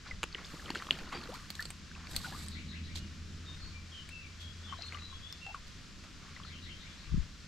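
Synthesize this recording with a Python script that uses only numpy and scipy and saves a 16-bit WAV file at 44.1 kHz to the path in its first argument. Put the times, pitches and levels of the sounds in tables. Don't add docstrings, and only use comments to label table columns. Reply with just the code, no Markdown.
import sys
import numpy as np
from scipy import signal
from scipy.fft import rfft, irfft, next_fast_len
from scipy.io import wavfile
from scipy.ndimage import uniform_filter1d

SR = 44100
rng = np.random.default_rng(int(sys.argv[2]) if len(sys.argv) > 2 else 0)


def generate_wav(sig):
    pcm = np.round(np.clip(np.atleast_2d(sig).T, -1, 1) * 32767).astype(np.int16)
    wavfile.write(sys.argv[1], SR, pcm)


N = 329427
T = np.arange(N) / SR
TOP_HZ = 15800

# (time [s], level [dB], decay time [s])
SLAPS = [(.2313, -20.5, 0.013), (.2382, -19.5, 0.014), (.7034, -27, 0.012), (.750, -30.5, 0.082),
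         (.8235, -34, .01), (.8695, -37, .012), (.9083, -24, 0.031), (.988, -33, 0.016),
         (1.123, -36.5, 0.21), (1.704, -34.5, 0.073), (4.090, -40, 0.026), (4.725, -47, .08),
         (4.812, -46, 0.047), (4.865, -52, .06), (4.923, -41.5, 0.3), (5.466, -32, 0.0023),
         (5.545, -42, 0.046), (6.038, -42.5, 0.092)]
# (frequency [Hz], gain [dB])
SLAP_COLOUR = [(100, -7.5), (450, 1.5), (1400, 3), (2700, 6), (4000, -3), (5500, -17), (6900, -3),
               (8000, -15), (12000, -22), (15000, -40)]
def slaps(spatter_db=-11.5, grain_db=6):
    cepstrum = irfft(np.log(response(SLAP_COLOUR, size=512)))
    cepstrum[1:256] *= 2
    cepstrum[257:] = 0
    crack = irfft(np.exp(rfft(cepstrum)))
    out = np.zeros((2, N))
    t = T[:SR // 4]
    for s, db, t60 in SLAPS:
        grains = rng.standard_normal((2, len(t))) * undb(-grain_db * rng.standard_normal(len(t)))
        burst = undb(spatter_db) * unit(grains) * decay(t, t60)
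        burst[0, 0] += 1
        add(out, s, undb(db) * excite(crack, burst, side_db=-33))
    return out


# (time [s], pitch [Hz], level [dB])
SHORT_PINGS = [(.327, 4500, -38), (0.3473, 3010, -25.5), (.3515, 2000, -32.5), (.352, 420, -43),
               (.382, 2210, -41), (.391, 1400, -41), (.447, 3580, -37.5), (.452, 5070, -40),
               (.459, 6660, -47), (.568, 6960, -49), (.596, 1780, -40), (.659, 3100, -37),
               (0.6912, 1930, -40), (0.704, 4530, -28.5), (0.7032, 950, -34.5), (0.7031, 295, -31),
               (0.749, 3300, -33), (0.7595, 4250, -36), (.7715, 4400, -42), (.756, 1520, -25),
               (0.7732, 2920, -37), (.822, 1350, -31.5), (.868, 1150, -41), (.869, 3400, -44),
               (0.889, 1200, -33), (0.9082, 3020, -8.5), (0.908, 380, -36), (0.925, 4300, -35),
               (1.075, 1070, -43.5), (1.127, 1140, -31.5), (1.213, 2710, -42), (1.914, 1580, -42),
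               (1.951, 2630, -41.5), (2.071, 2460, -45), (2.147, 1890, -39.5), (2.4841, 8400, -33.5),
               (4.734, 1290, -40), (4.821, 4250, -33.5), (4.823, 5100, -39), (4.835, 2730, -41.5),
               (4.87, 7430, -48), (4.883, 3620, -42), (4.923, 2240, -37), (4.946, 3020, -37),
               (4.9714, 2070, -40.5), (4.99, 2550, -49), (5.022, 2700, -51), (5.326, 5280, -33.5),
               (5.546, 1460, -37), (6.400, 1140, -42.5), (6.435, 3270, -41.5), (6.449, 1340, -43)]
PING_T60_S, PING_GLIDE_OCT = 0.014, -0.1
def short_pings(typical_db=-40, choke=0.29):
    out = np.zeros((2, N))
    for s, hz, db in SHORT_PINGS:
        t60 = PING_T60_S * undb(-choke * (db - typical_db))
        add(out, s, undb(db) * ring(hz, PING_GLIDE_OCT, t60, swell_cycles=1))
    return out


# (time [s], pitch [Hz], glide [octaves], decay time [s], level [dB])
PLOPS = [(0.1107, 2106, -0.36, 0.046, -34), (1.148, 4720, -0.13, 0.17, -42.5),
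         (1.5935, 1700, 0.43, 0.056, -29.5), (1.611, 1380, 0.35, 0.045, -42),
         (2.245, 1473, -0.084, 0.07, -34.5), (2.323, 1690, -0.053, 0.057, -43),
         (2.348, 1176, 0.16, 0.056, -40), (4.724, 1128, -0.37, 0.071, -36),
         (4.789, 697, -0.098, 0.057, -48.5), (4.948, 1188, -0.067, 0.079, -42.5),
         (5.126, 1084, -0.071, 0.1, -49), (5.544, 1178, -0.55, 0.078, -37.5),
         (6.364, 2010, -0.15, 0.025, -41.5)]
def plops(shake_db=3.5, shed_count=4, shed_lowest_hz=1250, shed_db=-13, shed_within_s=0.014):
    out = np.zeros((2, N))
    for s, hz, glide, t60, db in PLOPS:
        tone = ring(hz, glide, t60, swell_cycles=1)
        shake = np.minimum(T[:len(tone)] / .025, 1) * walk(260, size=len(tone))
        add(out, s, undb(db + shake_db * shake) * tone)
        for delay, octaves in rng.random((shed_count, 2)):
            ping = ring(shed_lowest_hz * 2 ** octaves, PING_GLIDE_OCT, PING_T60_S, swell_cycles=0.38)
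            add(out, s + delay * shed_within_s, undb(db + shed_db) * ping)
    return out


# (time [s], length [s], start pitch [Hz], end pitch [Hz], level [dB])
GURGLES = [(1.288, 0.018, 453, 520, -40.5), (1.315, 0.051, 551, 1600, -45.5), (2.253, 0.045, 910, 710, -50),
           (2.316, 0.0347, 703, 1085, -49), (5.462, 0.06, 765, 840, -49)]
def gurgles(roughness=0.077):
    out = np.zeros((2, N))
    for s, length, start_hz, end_hz, db in GURGLES:
        hz = np.geomspace(start_hz, end_hz, int(length * SR))
        hz *= 1 + roughness * walk(361, size=len(hz))
        add(out, s, undb(db) * sweep(hz, softness=0.18))
    return out


# (time [s], left minus right [dB])
FISH_SIDE = [(0, 0.5), (4.0, 3), (4.7, 8), (5.0, 12), (5.35, 2), (6.4, 7)]
def around_fish():
    left_gain = np.sqrt(curve(FISH_SIDE))
    return (short_pings() + plops() + gurgles()) * np.array([left_gain, 1 / left_gain])


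# (time at full strength [s], hold [s], level [dB])
SURGES = [(0.375, 0.3, -53.5), (0.663, 0.64, -52), (1.45, 0.16, -59.5), (2.114, 0.22, -53),
          (3.5, 0.11, -59.5), (4.705, 0.27, -57), (6.27, 0.11, -58), (6.902, 0.18, -63)]
# (frequency [Hz], gain [dB])
TRICKLE_COLOUR = [(200, -5), (500, -21), (1200, 12), (2500, 10), (4500, 6), (7000, 4.5), (13000, -65)]
SLOSH_COLOUR = [(60, -54), (150, 5), (280, -1), (480, -6), (900, -11.5), (2500, -39)]
SPRAY_COLOUR = [(1500, -14), (3000, -8), (4500, 13), (5600, -7), (7000, -12), (9500, -0.5), (12500, -12),
                (15000, -26)]
def trickle(level_db=-3.5, calm_db=-74, froth_db=-9, spray_db=-8):
    surges = [undb(db) * swell(s, hold, rise_s=0.16, fall_s=0.27) for s, hold, db in SURGES]
    stir = np.max(surges, axis=0) + undb(calm_db)
    force = stir / stir.max()
    bubbles = tiny_bubbles(count=4500, lowest_hz=459, pitch_ratio=19.15, cycles=23.4, spread_db=2)
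    fizz = colour(bubbles, TRICKLE_COLOUR)
    froth = undb(froth_db) * noise(TRICKLE_COLOUR, side_db=-31)
    gulps = undb(4 * walk(60))
    slosh = gulps * colour(rng.standard_normal(N), SLOSH_COLOUR) * force ** 2
    droplets = tiny_bubbles(count=3000, lowest_hz=3000, pitch_ratio=4, cycles=9, spread_db=6)
    spray = undb(spray_db) * force * colour(droplets, SPRAY_COLOUR)
    churn_db = walk(30)
    return (fizz + froth + slosh + spray) * stir * undb(level_db + churn_db)


def tiny_bubbles(count, lowest_hz, pitch_ratio, cycles, spread_db):
    out = np.zeros((2, N))
    for when, height, strength, life, place in rng.random((count, 5)):
        hz = lowest_hz * pitch_ratio ** height
        db = -spread_db * np.log(0.038 + strength)
        ping = ring(hz, 0.16, cycles * (.5 + life) / hz, swell_cycles=0.57)
        add(out, when * N / SR, pan(undb(db) * ping, 6 * (place - .5)))
    return out


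# (time [s], hold [s], typical bubble pitch [Hz], level [dB])
LAPS = [(0.057, 0.015, 1610, -52.5), (.09, .04, 590, -64), (0.068, 0.014, 3870, -53.5),
        (0.378, 0.024, 1690, -54), (.56, 0.087, 450, -69), (0.66, 0.018, 450, -56.5),
        (0.675, 0.02, 2090, -51), (0.748, 0.0099, 430, -49), (0.761, 0.012, 3750, -49.5),
        (0.798, 0.02, 1400, -52), (0.913, 0.028, 340, -54.5), (0.939, 0.049, 2520, -53.5),
        (1.126, 0.03, 1360, -46), (1.137, 0.065, 293, -50.5), (1.134, 0.033, 2920, -50),
        (1.198, 0.067, 1900, -59), (1.302, 0.038, 1300, -58), (.47, .16, 6500, -67), (1.34, .1, 6500, -66),
        (1.961, 0.1, 1320, -59), (2.108, .03, 1010, -60), (2.234, 0.063, 4000, -54.5),
        (4.68, 0.042, 1390, -62), (4.812, 0.022, 2500, -58), (4.864, 0.0052, 6000, -63),
        (4.937, 0.053, 2230, -59), (6.048, 0.015, 1390, -61.5), (6.197, 0.047, 1340, -66)]
def laps(rise_s=0.014, fall_s=0.045, spread_oct=0.422, cycles=15, spread_db=3, count=110):
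    out = np.zeros((2, N))
    for s, hold, hz, db in LAPS:
        length = rise_s + hold + fall_s
        patter = np.zeros((2, int(length * SR)))
        for when, (height, strength, place) in zip(rng.random(count), rng.standard_normal((count, 3))):
            pitch = min(hz * 2 ** (spread_oct * height), TOP_HZ)
            ping = ring(pitch, 0.51, cycles / pitch, swell_cycles=.57)
            add(patter, when * length, pan(undb(spread_db * strength) * ping, 2 * place))
        envelope = np.interp(T[:patter.shape[1]], [0, rise_s, rise_s + hold, length], [0, 1, 1, 0])
        add(out, s - rise_s, undb(db) * envelope * unit(patter))
    return out


# (frequency [Hz], bandwidth [Hz], level [dB])
REEL_MODES = [(2300, 140, 2), (4400, 150, 0), (4440, 530, 21), (6340, 1600, 10), (7580, 550, 5.5),
              (8240, 390, 11.5), (11650, 3400, -1)]
def reel_body(vary_db, tilt_db_per_oct=0):
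    t = T[:512]
    body = np.zeros(len(t))
    for hz, width, db in REEL_MODES:
        tilt_db = tilt_db_per_oct * np.log2(hz / REEL_MODES[0][0])
        gain = undb(db + vary_db * rng.standard_normal() + tilt_db)
        body += gain * width * np.exp(-np.pi * width * t) * np.sin(2 * np.pi * hz * t)
    return body


# (time [s], level [dB], decay time [s])
CLICKS = [(1.237, -38, 0.016), (1.341, -37, 0.0072), (1.356, -37, 0.013), (1.5028, -28.5, .016),
          (1.5524, -34, 0.014), (1.605, -33, 0.0082), (1.624, -32.5, 0.026), (1.653, -31.5, 0.027),
          (1.7037, -32, 0.013), (2.07, -39.5, 0.0091), (2.156, -36, .02), (2.1633, -20, 0.0059),
          (2.1652, -26.5, 0.0056), (2.463, -42, 0.0096), (2.484, -40, 0.0062), (2.956, -34, .03),
          (4.090, -41.5, 0.011), (5.325, -38, 0.01)]
def reel_clicks(rise_s=0.00057, rustle_db=-21.5, rustle_t60_s=0.091, typical_db=-27.5):
    out = np.zeros((2, N))
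    t = T[:SR // 4]
    for s, db, t60 in CLICKS:
        rustle = undb(rustle_db + 3 * walk(200, size=len(t))) * decay(t, rustle_t60_s)
        envelope = np.minimum(t / rise_s, 1) * (decay(t, t60) + rustle)
        body = reel_body(vary_db=9, tilt_db_per_oct=db - typical_db)
        scrape = envelope * rng.standard_normal((2, len(t)))
        add(out, s, undb(db) * excite(body, scrape, side_db=-7))
    return out


# (time [s], hold [s], level [dB])
LINE_RUNS = [(0.456, 0.51, -69.5), (1.112, 0.41, -73), (1.573, 0.12, -69.5), (2.11, 0.056, -58.5),
             (2.24, 0.2, -61)]
# (time [s], length [s], level [dB])
ZIPS = [(1.328, 0.058, -61), (2.948, 0.051, -45.5), (4.4, 0.056, -56.5), (5.666, 0.02, -55)]
# (frequency [Hz], gain [dB])
LINE_COLOUR = [(1500, -2), (2900, -4), (3800, 14), (4600, 11), (6200, 1.5), (7600, 10), (8400, 6),
               (10300, -2.5), (12300, 2.5), (15000, -15)]
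ZIP_COLOUR = [(1500, -8), (2800, 3.5), (4200, 9.5), (5500, -0.5), (7500, -1), (10000, -16), (12500, -10),
              (15000, -35)]
def running_line(hiss_db=5.5, rasp_db=1.9, ticks_per_s=300, tick_spread_db=3.5):
    body = reel_body(vary_db=6)
    jerky_db = 2 * walk(150)
    grain = unit(undb(rasp_db * walk(700) + jerky_db))
    run = sum(undb(db) * swell(s, hold, rise_s=0.027, fall_s=0.13) for s, hold, db in LINE_RUNS)
    hiss = undb(hiss_db) * run * noise(LINE_COLOUR, side_db=-5.5)
    snags = (rng.random(N) < ticks_per_s / SR) * undb(tick_spread_db * rng.standard_normal(N))
    ticks = run * unit(signal.fftconvolve(snags, body)[:N])
    jerks = sum(undb(db) * np.interp((T - s) / length, [0, .15, .4, 1.2], [0.0034, 1, 1, 0.031])
                for s, length, db in ZIPS)
    zips = jerks * noise(ZIP_COLOUR, side_db=-3)
    return ticks + grain * (hiss + zips)


# (time [s], length [s], start pitch [Hz], slur [octaves], rasp [share of pitch], level [dB])
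WHISTLES = [(2.995, 0.053, 2880, -0.018, .008, -52), (3.458, 0.077, 3730, -.02, 0.003, -46.5),
            (3.597, 0.093, 4300, 0.046, .014, -47.5), (3.725, 0.059, 2394, -0.029, .005, -51),
            (3.916, 0.09, 3190, -0.12, 0.028, -45), (4.106, 0.096, 2700, -0.037, 0.012, -43.5),
            (4.201, .08, 2590, -0.24, .014, -51), (4.381, .12, 3390, -0.046, 0.014, -47),
            (4.631, 0.056, 3430, -0.014, .016, -44.5), (4.676, 0.047, 3310, -0.15, 0.032, -46.5),
            (4.778, 0.12, 4090, 0.076, .02, -44.5), (4.985, .12, 3990, -0.016, 0.013, -46.5),
            (5.094, 0.073, 3420, -.03, .007, -49), (5.214, 0.11, 3380, 0.063, 0.015, -44.5),
            (5.41, 0.088, 2752, -0.056, 0.015, -43), (6.521, 0.053, 3290, -.24, 0.037, -48),
            (6.679, .05, 3110, -0.091, 0.054, -48), (6.687, .06, 3240, -0.013, .005, -54),
            (6.868, 0.087, 3416, 0.007, .005, -53)]
# (time [s], level [dB])
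TWITTERS = [(2.34, -53), (2.505, -46), (2.68, -46), (2.83, -52), (6.44, -50), (6.615, -48.5), (6.785, -51),
            (6.98, -54.5)]
# (delay [s], start pitch [Hz], slur [octaves], level [dB])
TWITTER_CHIPS = [(0, 4016, -.1, 1), (.04, 1850, 0.53, 0.5)]
def bird(level_db=-2, direct_gain=.42, trees_db=-1, vary_oct=0.042):
    song = np.zeros((1, N))
    for s, length, hz, slur, rasp, db in WHISTLES:
        add(song, s, undb(db) * bird_note(hz, slur, length, rasp))
    for s, db in TWITTERS:
        for delay, hz, slur, chip_db in TWITTER_CHIPS:
            chip = bird_note(hz * 2 ** rng.normal(0, vary_oct), slur, length_s=.06, rasp=0.0848)
            add(song, s + delay, undb(db + chip_db) * chip)
    trees = undb(trees_db) * scatter(song, t60=0.38, size=SR)
    return undb(level_db) * pan(direct_gain * song + trees, 4.8)


def bird_note(start_hz, slur_oct, length_s, rasp, waver=0.006):
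    hz = start_hz * 2 ** np.linspace(0, slur_oct, int(length_s * SR))
    wobble = waver * walk(62.8, size=len(hz)) + rasp * walk(450, size=len(hz))
    return sweep(hz * (1 + wobble), softness=0.14)


# (frequency [Hz], gain [dB])
WASH_COLOUR = [(190, -43), (330, -4.5), (592, -5.5), (780, -9.5), (900, -10), (1060, -2.5), (1290, -2),
               (1360, 0), (1590, -0.5), (2170, -2), (5130, -2.5), (7340, -9.5), (9060, -21.5),
               (12500, -29.5), (16000, -47)]
# (frequency [Hz], side minus mid [dB])
WASH_WIDTH = [(300, -3.5), (1300, -11), (2400, -6.5), (5000, -7.5), (9000, -3), (15000, 4)]
def river(level_db=-56.5):
    size = next_fast_len(N)
    mid, side = colour(rng.standard_normal((2, N)), WASH_COLOUR)
    side = irfft(rfft(side, size) * response(WASH_WIDTH, size), size)[:N]
    flicker_db = .5 * walk(12)
    return pan(stereo(mid, side), 1.7) * undb(level_db + flicker_db)


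# (time [s], firing tone [dB], overtones [dB], rumble [dB])
ENGINE_LEVELS = [(0, -66, -67, -56), (1.2, -59, -60.5, -58.5), (1.9, -56.5, -60.5, -54.5),
                 (2.25, -48.5, -54.5, -52.5), (2.7, -44.5, -51.5, -51), (3.5, -48.5, -57.5, -52),
                 (4.1, -56, -63, -60), (4.7, -48, -62.5, -55.5), (5.4, -57.5, -70.5, -58.5),
                 (6.1, -65, -64, -56.5), (6.6, -51.5, -60.5, -54), (6.95, -64, -63, -58)]
# (time [s], firing rate [Hz])
FIRING_RATE = [(0, 79.5), (1.9, 80), (2.6, 80.7), (3.37, 83.2), (4.05, 84.1), (4.8, 85), (5.7, 82.5),
               (6.6, 82.5)]
# (order [multiple of shaft rate], level [dB])
SHAFT_ORDERS = [(9, -0.5), (12, -0.5), (13, -4), (15, -5.5), (19, -10)]
# (frequency [Hz], gain [dB])
RUMBLE_COLOUR = [(60, -2), (110, 1), (138, -2), (165, 8.5), (182, 1), (200, 5.5), (222, -4.5), (250, -1.5),
                 (310, -6), (420, -13.5), (600, -24.5), (1000, -50)]
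def engine(firings_per_turn=5, overtones_db=-.5, rumble_db=-1, waver=0.0061, shimmer_db=3):
    shaft_hz = np.interp(T, *np.transpose(FIRING_RATE)) / firings_per_turn
    phase = 2 * np.pi * np.cumsum(shaft_hz * (1 + waver * walk(16))) / SR
    firing = unit(np.sin(firings_per_turn * phase) * undb(1.8 * walk(22)))
    overtones = unit(sum(np.sin(k * phase) * undb(db + shimmer_db * walk(14)) for k, db in SHAFT_ORDERS))
    rumble = noise(RUMBLE_COLOUR, side_db=-11)
    return (curve(ENGINE_LEVELS) * firing
            + undb(overtones_db) * curve(ENGINE_LEVELS, column=2) * overtones
            + undb(rumble_db) * curve(ENGINE_LEVELS, column=3) * rumble)


# (frequency [Hz], gain [dB])
BREEZE_COLOUR = [(15, -2), (35, -2.5), (60, 1), (110, -8), (250, -24.5), (600, -74)]
# (time [s], level [dB], left minus right [dB])
PUFFS = [(.15, -47, -1), (.66, -54, -1), (1.03, -50, 0), (2.18, -45, 4), (2.95, -53, -3), (3.66, -51, 13),
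         (5.18, -53, 1), (6.65, -65, 0), (7.17, -35, 15)]
# (time [s], pitch [Hz], decay time [s], level [dB], left minus right [dB])
BUFFETS = [(7.115, 167, 0.099, -35, -9), (7.141, 175, 0.033, -23.5, 9), (7.171, 170, 0.036, -23.5, -7),
           (7.175, 62, 0.15, -39, 33), (7.215, 130, 0.053, -41, 7)]
def wind(breeze_db=-54, swing_db=1.5, crossing_s=0.0055):
    flow = undb(breeze_db + swing_db * walk(5.2))
    puffs = sum(pan(undb(db) * swell(s, 0, rise_s=0.13, fall_s=0.12) ** 2, pan_db)
                for s, db, pan_db in PUFFS)
    out = noise(BREEZE_COLOUR, side_db=-10) * (flow + puffs)
    for s, hz, t60, db, pan_db in BUFFETS:
        left = undb(db) * ring(hz, -1.06, t60, swell_cycles=0.49)
        t = T[:len(left)]
        right = np.interp(t - crossing_s, t, left)
        add(out, s, pan(np.array([left, right]), pan_db))
    return out


def undb(db):
    return 10 ** (np.asarray(db) / 20)


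def unit(x):
    return x / np.sqrt(np.mean(x ** 2) + 1e-20)


def curve(rows, column=1):
    rows = np.array(rows)
    return undb(np.interp(T, rows[:, 0], rows[:, column]))


def swell(s, hold, rise_s, fall_s):
    return np.interp(T, [s - rise_s, s, s + hold, s + hold + fall_s], [0, 1, 1, 0])


def decay(t, t60):
    return np.exp(-np.log(1000) * t / t60)


def pan(x, db):
    return x * undb(np.array([[db], [-db]]) / 2)


def stereo(mid, side):
    return np.array([mid + side, mid - side])


def add(out, s, x):
    i = max(int(s * SR), 0)
    out[:, i:i + x.shape[-1]] += x[..., :max(out.shape[-1] - i, 0)]


def walk(rate_hz, size=N):
    step = max(int(SR / rate_hz), 2)
    stairs = np.repeat(rng.standard_normal(size // step + 1), step)
    return np.sqrt(3 / 2) * uniform_filter1d(stairs, step)[:size]


def response(points, size):
    hz, db = np.transpose(points)
    return undb(np.interp(np.log(np.fft.rfftfreq(size, 1 / SR) + 1), np.log(hz), db))


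def colour(x, points):
    size = next_fast_len(N)
    return unit(irfft(rfft(x, size) * response(points, size), size)[..., :N])


def noise(points, side_db):
    mid, side = colour(rng.standard_normal((2, N)), points)
    return stereo(mid, undb(side_db) * side)


def ring(hz, glide_oct, t60, swell_cycles):
    t = np.arange(int(max(t60, .002) * 1.2 * SR)) / SR
    envelope = (1 - np.exp(-(t * hz / swell_cycles) ** 2)) * decay(t, t60)
    pitch = hz * 2 ** (glide_oct * t / t60)
    return envelope / envelope.max() * np.sin(2 * np.pi * np.cumsum(pitch) / SR)


def sweep(hz, softness):
    return np.hanning(len(hz)) ** softness * np.sin(2 * np.pi * np.cumsum(hz) / SR)


def excite(body, burst, side_db):
    mid, side = signal.fftconvolve(burst, body[None], axes=1)
    return stereo(mid, undb(side_db) * side) / np.abs(mid).max()


def scatter(x, t60, size):
    tail = rng.standard_normal((2, size)) * decay(T[:size], t60)
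    return signal.fftconvolve(x, tail / np.linalg.norm(tail[0]), axes=1)[:, :N]


def scene():
    near = around_fish() + slaps() + trickle() + laps()
    near += pan(running_line() + reel_clicks(), -0.77)
    bank_echo = undb(-17) * scatter(near, t60=0.16, size=SR // 2)
    return near + bank_echo + bird() + river() + engine() + wind()


def record(dry):
    soft = signal.sosfilt(signal.butter(4, 14500, fs=SR, output="sos"), dry)
    return signal.sosfilt(signal.ellip(8, .2, 70, TOP_HZ, fs=SR, output="sos"), soft)


dry = scene()
out = record(dry)
generate_wav(out)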